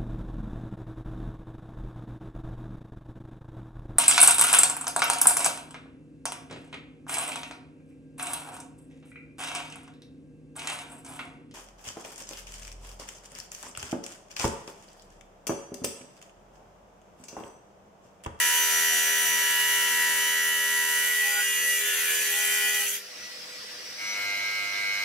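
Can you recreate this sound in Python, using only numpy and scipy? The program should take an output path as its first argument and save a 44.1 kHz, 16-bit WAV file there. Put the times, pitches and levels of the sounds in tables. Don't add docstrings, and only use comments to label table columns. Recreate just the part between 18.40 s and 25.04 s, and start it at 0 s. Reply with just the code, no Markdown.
import sys
import numpy as np
from scipy import signal
from scipy.fft import rfft, irfft
from scipy.io import wavfile
from scipy.ndimage import uniform_filter1d, map_coordinates

SR = 44100
rng = np.random.default_rng(int(sys.argv[2]) if len(sys.argv) > 2 else 0)


def transcribe(u):
    v = np.clip(np.atleast_2d(u).T, -1, 1)
    q = np.round(v * 32767).astype(np.int16)
    wavfile.write(sys.argv[1], SR, q)


N = 292824
TIME = np.arange(N) / SR

# [t/s, turns per second]
SPEED = [(0, 80.68), (.4, 80.8), (1.8, 80.87), (2.5, 80.93), (2.8, 81.1), (3.2, 81.22), (3.7, 81.3),
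         (4.3, 81.23), (4.7, 81.3), (6.64, 81.33)]
# [t/s, 0 = deep in it .. 1 = breaking out of its edge]
BREAKOUT = [(2.6, 0.065), (2.85, 1)]
# [t/s, rasp/dB, treble rasp/dB, grinding/dB, treble spray/dB]
CUT = [(0, 1.5, 3.5, -1, 0), (.6, 0, 1, -0.5, -1), (1.2, 0, -1, -0.5, -1), (1.8, 0.5, 0, -2, -3),
       (2.05, -0.5, -3, -9, -4), (2.9, -2, 2, -3, -1.5), (3.35, -3.5, 4, -4, -2.5), (3.7, -.5, -1, -1, 1.5),
       (4.4, -3.5, 1.5, -2, -0.5)]
# [full from t/s, hold/s, multiple, level/dB]
SQUEALS = [(0, .95, 30, -43.5), (0, .95, 75, -37), (0.306, 0.58, 9, -51), (0.34, 0.3, 86, -38),
           (0.353, 0.746, 72, -36.5), (1.257, 0.83, 72, -43.5), (2.51, 0.32, 18, -44.5),
           (2.856, .14, 10, -46), (2.933, 0.063, 18, -37), (3.062, 0.31, 35, -34), (3.46, 0.31, 18, -45.5),
           (3.46, 0.069, 21, -39), (3.674, 0.24, 21, -37), (3.777, 0.53, 72, -46), (3.876, 0.54, 30, -38.5),
           (3.937, 0.5, 10, -51), (3.984, 0.37, 18, -42), (4.0, 0.37, 21, -40.5), (4.15, 0.084, 64, -45.5)]
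# [f/Hz, side minus mid/dB]
CUT_WIDTH = [(60, -8), (110, -7), (200, -10), (380, -11), (700, -2), (1290, -5), (2380, -12), (2950, -1),
             (4400, -3.5), (8120, 1.5), (15000, -1)]
# [f/Hz, side minus mid/dB]
FREE_WIDTH = [(60, -7), (110, -20), (200, -18), (380, -6), (700, -2.5), (1290, -1.5), (2380, -3),
              (4400, -0.5), (8120, -2), (15000, 2)]

SEGMENTS = 24
DRONE_MULTIPLE = 5
SQUEAL_ATTACK_S, SQUEAL_RELEASE_S = 0.11, 0.067
BUZZ_HZ = 99.92


def rasp(turns):
    # [f/Hz, deep level/dB, breaking-out level/dB]
    comb = [(80, -82, -89), (323, -74.5, -70), (720, -63, -65), (1210, -62.5, -68), (2230, -62.5, -65),
            (3260, -52, -51.5), (4070, -56.5, -64.5), (4700, -56.5, -56.5), (5540, -88, -83),
            (5970, -53, -62.5), (8400, -58, -62.5), (11400, -53, -59), (13700, -58, -64), (15400, -71, -77)]
    # [multiple, deep level/dB, breaking-out level/dB]
    peaks = [(3, -62, -73), (6, -65.9, -58.6), (7, -57.3, -65.2), (13, -61.5, -57.4), (16, -50.3, -56.0),
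             (17, -46.1, -52.6), (18, -51, -58), (19, -46.1, -47.5), (20, -48.5, -55.3), (21, -40.3, -47),
             (22, -45.2, -45.1), (23, -40.8, -45), (25, -45.1, -46.7), (26, -49.2, -54.8),
             (27, -46.3, -50.9), (29, -47.0, -45.1), (30, -52, -48), (31, -56.1, -46.1), (33, -47.1, -50.2),
             (34, -44.2, -49.1), (35, -46, -49), (36, -39.5, -49.0), (37, -39.5, -45.6), (38, -51.3, -46.5),
             (60, -49.0, -59.1), (70, -48.0, -62.4), (72, -49, -53), (75, -44.5, -57.3), (84, -47.5, -51.4),
             (86, -46.0, -53.3), (132, -45.5, -57.6)]
    # [f/Hz, share of multiples that lead on the left]
    left_share = [(1700, .9), (2400, .5), (2900, .05), (3800, .5)]
    mid_scatter_rad, treble_scatter_rad = 1.77, 2.93

    s = np.interp(np.arange(int(turns[-1]) + 2), turns, TIME)[:, None]
    hz = np.arange(1, 195) * np.mean(curve(SPEED, TIME))
    share = treble(hz)
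    out = curve(BREAKOUT, s[:, 0])
    level = staged(comb, s, hz)
    level += 3 * share * drift(level.shape, 200)
    for multiple, deep_db, out_db in peaks:
        level[:, multiple - 1] = (1 - out) * deep_db + out * out_db
    level += (1 - share) * curve(CUT, s) + share * curve(CUT, s, axis=2)
    gains = amp(level + fade_db(s, start=4.43, db_per_s=104))

    gains[:, [DRONE_MULTIPLE - 1, SEGMENTS - 1]] = 0
    for start, length, multiple, _ in SQUEALS:
        gains[:, multiple - 1] *= 1 - squeal_gain(s[:, 0], start, length)

    flutter_db = 1.88 + 2.72 * out[:, None]
    scatter = mid_scatter_rad + (treble_scatter_rad - mid_scatter_rad) * share
    return rotor(turns, gains, hz, CUT_WIDTH, spectrum(left_share, hz), scatter,
                 wear=0.38, wear_turns=64, flutter_db=flutter_db)


def singing(turns):
    # [t/s, level/dB]
    segment_whine = [(0.0, -30), (0.06, -33), (0.23, -36), (0.38, -32.5), (2.38, -29), (2.68, -31),
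                     (2.77, -27), (3.15, -33.5), (3.29, -27), (3.52, -44.5), (3.64, -34), (3.68, -53),
                     (3.92, -34), (3.95, -33), (4.39, -31), (4.55, -50), (4.6, -74)]
    # [t/s, level/dB]
    half_whine = [(0.0, -38.5), (0.14, -38), (0.58, -50), (0.98, -43), (1.87, -42), (1.99, -51),
                  (2.46, -43), (2.68, -55), (2.8, -81)]
    # [t/s, level/dB]
    drone = [(.15, -53), (.35, -49), (2.55, -51), (3.2, -53), (3.5, -49), (4.3, -47.5), (4.47, -50),
             (4.66, -62)]

    out = np.zeros((2, N))
    voices = [(SEGMENTS, segment_whine), (SEGMENTS // 2, half_whine), (DRONE_MULTIPLE, drone)]
    for multiple, level in voices:
        out += lasting(level, TIME) * disc_tone(turns, multiple, flutter_db=1.05)
    for start, length, multiple, db in SQUEALS:
        on = (TIME > start - SQUEAL_ATTACK_S) & (TIME < start + length + SQUEAL_RELEASE_S)
        gain = amp(db) * squeal_gain(TIME[on], start, length)
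        out[:, on] += gain * disc_tone(turns[on], multiple, flutter_db=2.5)
    return out


def squeal_gain(s, start, length):
    swell = ramp(s, start - SQUEAL_ATTACK_S, SQUEAL_ATTACK_S)
    return (swell * (1 - ramp(s, start + length, SQUEAL_RELEASE_S))) ** 2


def disc_tone(turns, multiple, flutter_db):
    places = {5: (-3.8, .3), 12: (2, 0), 21: (-2, .2), 24: (-.6, .05), 72: (0, -.4)}

    waver = 0.079 * wander(0.071, size=len(turns))
    angle = 2 * np.pi * (multiple * turns + rng.random()) + waver
    left_db, lead = places.get(multiple, (0, .9))
    left = amp(left_db / 2) * np.sin(angle + lead / 2)
    right = amp(-left_db / 2) * np.sin(angle - lead / 2)
    flutter = amp(flutter_db * wander(0.1, size=len(turns)))
    return np.sqrt(2) * flutter * np.array([left, right])


def grinding(turns):
    # [f/Hz, deep level/dB per Hz, breaking-out level/dB per Hz]
    grit = [(40, -112, -114), (159, -94, -100.5), (1190, -85.2, -85.5), (1500, -74.5, -78),
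            (1980, -67, -68), (2500, -75, -69.5), (3160, -72.5, -69.5), (3740, -78, -77.5),
            (5500, -78.5, -83.5), (5870, -74, -70), (8500, -74, -76), (11800, -69.5, -71.5),
            (14000, -75, -76), (15600, -79, -82)]

    def field_db(s, hz):
        share = treble(hz)
        strength_db = (1 - share) * curve(CUT, s, axis=3) + share * curve(CUT, s, axis=4)
        return staged(grit, s, hz) + strength_db + fade_db(s, start=4.55, db_per_s=288)

    throb = 1 + 0.092 * np.cos(2 * np.pi * turns) + 0.073 * np.cos(2 * np.pi * 3 * turns)
    surge_db = 0.5 * wander(0.033)
    return hiss(field_db, CUT_WIDTH, patchy_db=3.5) * throb * amp(surge_db)


def buzzing():
    # [f/Hz, level/dB]
    harmonics = [(100, -38.5), (600, -25), (1200, -23), (1800, -32), (2500, -22), (3300, -27), (3800, -37),
                 (4200, -9), (4600, -37), (6500, -38), (8400, -35), (10000, -59), (13300, -40),
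                 (15000, -61)]
    # [multiple, level/dB]
    peaks = [(7, -18), (13, -15), (14, -13), (16, -9), (20, -10), (21, 0), (22, 0), (23, -6), (24, -13),
             (25, -12), (28, -14), (30, -14), (40, -12), (41, -14), (42, -15), (59, -20), (133, -30)]
    # [f/Hz, level/dB per Hz]
    buzz_hiss = [(30, -95), (70, -85), (200, -61), (900, -63), (1500, -47.5), (2150, -42), (2700, -50),
                 (3500, -49.5), (4200, -47), (6000, -46), (7000, -56), (10000, -61.5), (13500, -56),
                 (15000, -85)]
    start_s, attack_s, build_s, build_db, full_db = 5.56, 0.061, 0.17, 4, -34

    cycles = BUZZ_HZ * TIME
    s = np.arange(int(cycles[-1]) + 2)[:, None] / BUZZ_HZ
    hz = np.arange(1, 151) * BUZZ_HZ
    level = spectrum(harmonics, hz)
    for multiple, db in peaks:
        level[multiple - 1] = db
    building_db = curve([(5.58, -0.5), (5.75, -1), (5.9, 0.5), (6.64, 0.5)], s)
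    level = level - 3.5 + building_db * np.interp(hz, [2100, 2200], [0, 1])
    lines = rotor(cycles, amp(level), hz, FREE_WIDTH, left_first=0.82, scatter=1.08,
                  wear=0.099, wear_turns=64, flutter_db=2.0)

    puffs = hiss(lambda s, hz: spectrum(buzz_hiss, hz) + 0 * s, FREE_WIDTH, patchy_db=3.7)
    puffs = puffs * (1 + 0.13 * np.cos(2 * np.pi * cycles))
    level_db = full_db - build_db * (1 - ramp(TIME, start_s + attack_s, build_s))
    return (lines + puffs) * ramp(TIME, start_s, attack_s) * amp(level_db)


def free_running():
    # [f/Hz, relative level/dB per Hz]
    wash_colour = [(18, -92), (45, -60), (108, -6), (168, -17), (192, -10.5), (432, -8), (492, -4),
                   (561, -12.5), (622, -7), (970, -11.5), (1910, -2.5), (3680, -6.5), (5310, -0.5),
                   (6720, -12.5), (15500, -22.5)]
    # [f/Hz, level/dB]
    hum = [(199.8, -70), (300, -76), (500, -62), (613, -65.5)]
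    # [t/s, level/dB]
    deep_hum_level = [(0, -71.5), (1.7, -69), (2, -80.5), (5.3, -90), (5.9, -68.5)]
    # [f/Hz, level/dB]
    whistles = [(1952, -62.5), (2799, -70.5), (3903, -66), (4947, -59), (5225, -59), (5577, -62),
                (5890, -58), (7806, -71)]
    held_down_db, recovered_db = -47.5, -43.5

    wash = hiss(lambda s, hz: spectrum(wash_colour, hz) + 0 * s, FREE_WIDTH, patchy_db=2.26)
    wash_db = held_down_db + (recovered_db - held_down_db) * ramp(TIME, start=4.64, length=0.19)
    wash = wash / wash.mean(0).std() * amp(wash_db)
    deep_hum = amp(curve(deep_hum_level, TIME)) * np.sqrt(2) * np.sin(2 * np.pi * BUZZ_HZ * TIME)
    motor = deep_hum + tones(hum, waver=0.48, flutter_db=1.5)
    return wash + motor + tones(whistles, waver=1.55, flutter_db=4.5)


def tones(lines, waver, flutter_db):
    out = np.zeros((2, N))
    for hz, db in lines:
        angle = 2 * np.pi * hz * TIME + waver * wander(0.09)
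        side = amp(spectrum(FREE_WIDTH, hz)) * rng.choice([-1, 1]) * np.cos(angle)
        gain = amp(db + flutter_db * wander(0.17)) * np.sqrt(2)
        out += gain * stereo(np.sin(angle), side)
    return out


def rotor(turns, gains, hz, width, left_first, scatter, wear, wear_turns, flutter_db, size=4096):
    count = gains.shape[1]
    phase = scatter * rng.standard_normal(count) + wear * drift(gains.shape, wear_turns)
    mid = gains * amp(flutter_db * drift(gains.shape, 16.7)) * np.exp(1j * phase)
    sign = np.where(rng.random(count) < left_first, 1, -1)
    lead = np.pi / 2 * sign + 0.63 * drift(gains.shape, 140)
    side = mid * amp(spectrum(width, hz)) * np.exp(1j * lead)
    bins = np.pad(stereo(mid, side), ((0, 0), (0, 0), (1, 0)))
    shapes = irfft(bins, size) * size / np.sqrt(2)
    where = [turns, turns % 1 * size]
    return np.array([map_coordinates(shape, where, order=1, mode="grid-wrap") for shape in shapes])


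def hiss(field_db, width, patchy_db):
    s = np.arange(N // 256 + 5) * 256 / SR
    hz = np.fft.rfftfreq(1024, 1 / SR)
    a, b, c, d, patches = rng.standard_normal((5, len(s), len(hz)))
    patches = uniform_filter1d(uniform_filter1d(patches, size=6, axis=0), size=7, axis=1)
    level_db = field_db(s[:, None], hz) + patchy_db * patches / patches.std()
    gain = amp(level_db) * np.sqrt(SR / 1024 * 3 / 2)
    z = gain * stereo(a + 1j * b, (c + 1j * d) * amp(spectrum(width, hz)))
    return signal.istft(z.transpose(0, 2, 1), nperseg=1024, noverlap=768)[1][:, :N]


def staged(rows, s, hz):
    out = curve(BREAKOUT, s)
    return (1 - out) * spectrum(rows, hz) + out * spectrum(rows, hz, axis=2)


def treble(hz):
    return np.interp(hz, [3800, 5600], [0, 1])


def amp(db):
    return 10 ** (np.asarray(db) / 20)


def curve(rows, s, axis=1):
    rows = np.array(rows, float)
    return np.interp(s, rows[:, 0], rows[:, axis])


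def spectrum(rows, hz, axis=1):
    rows = np.array(rows, float)
    return np.interp(np.log(hz + 1), np.log(rows[:, 0] + 1), rows[:, axis])


def lasting(rows, s):
    return amp(curve(rows, s)) * (1 - ramp(s, rows[-1][0], .02))


def ramp(s, start, length):
    return np.clip((s - start) / length, 0, 1)


def fade_db(s, start, db_per_s):
    return -db_per_s * np.maximum(s - start, 0)


def drift(shape, steps):
    z = rng.standard_normal(shape)
    smooth = np.exp(-(np.fft.rfftfreq(shape[0]) * steps) ** 2)
    z = irfft((rfft(z, axis=0).T * smooth).T, shape[0], axis=0)
    return z / z.std()


def wander(seconds, size=N):
    knots = TIME[::441]
    return np.interp(TIME[:size], knots, drift(knots.shape, seconds / knots[1]))


def stereo(mid, side):
    return np.array([mid + side, mid - side])


def scene():
    turns = np.cumsum(curve(SPEED, TIME)) / SR
    cut = rasp(turns) + singing(turns) + grinding(turns)
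    return cut + buzzing() + free_running()


def record(dry):
    edge_hz = 15750
    lowpass = signal.firwin(511, edge_hz, window=("kaiser", 9), fs=SR)
    return signal.oaconvolve(dry, lowpass[None], "same")


dry = scene()
out = record(dry)
transcribe(out)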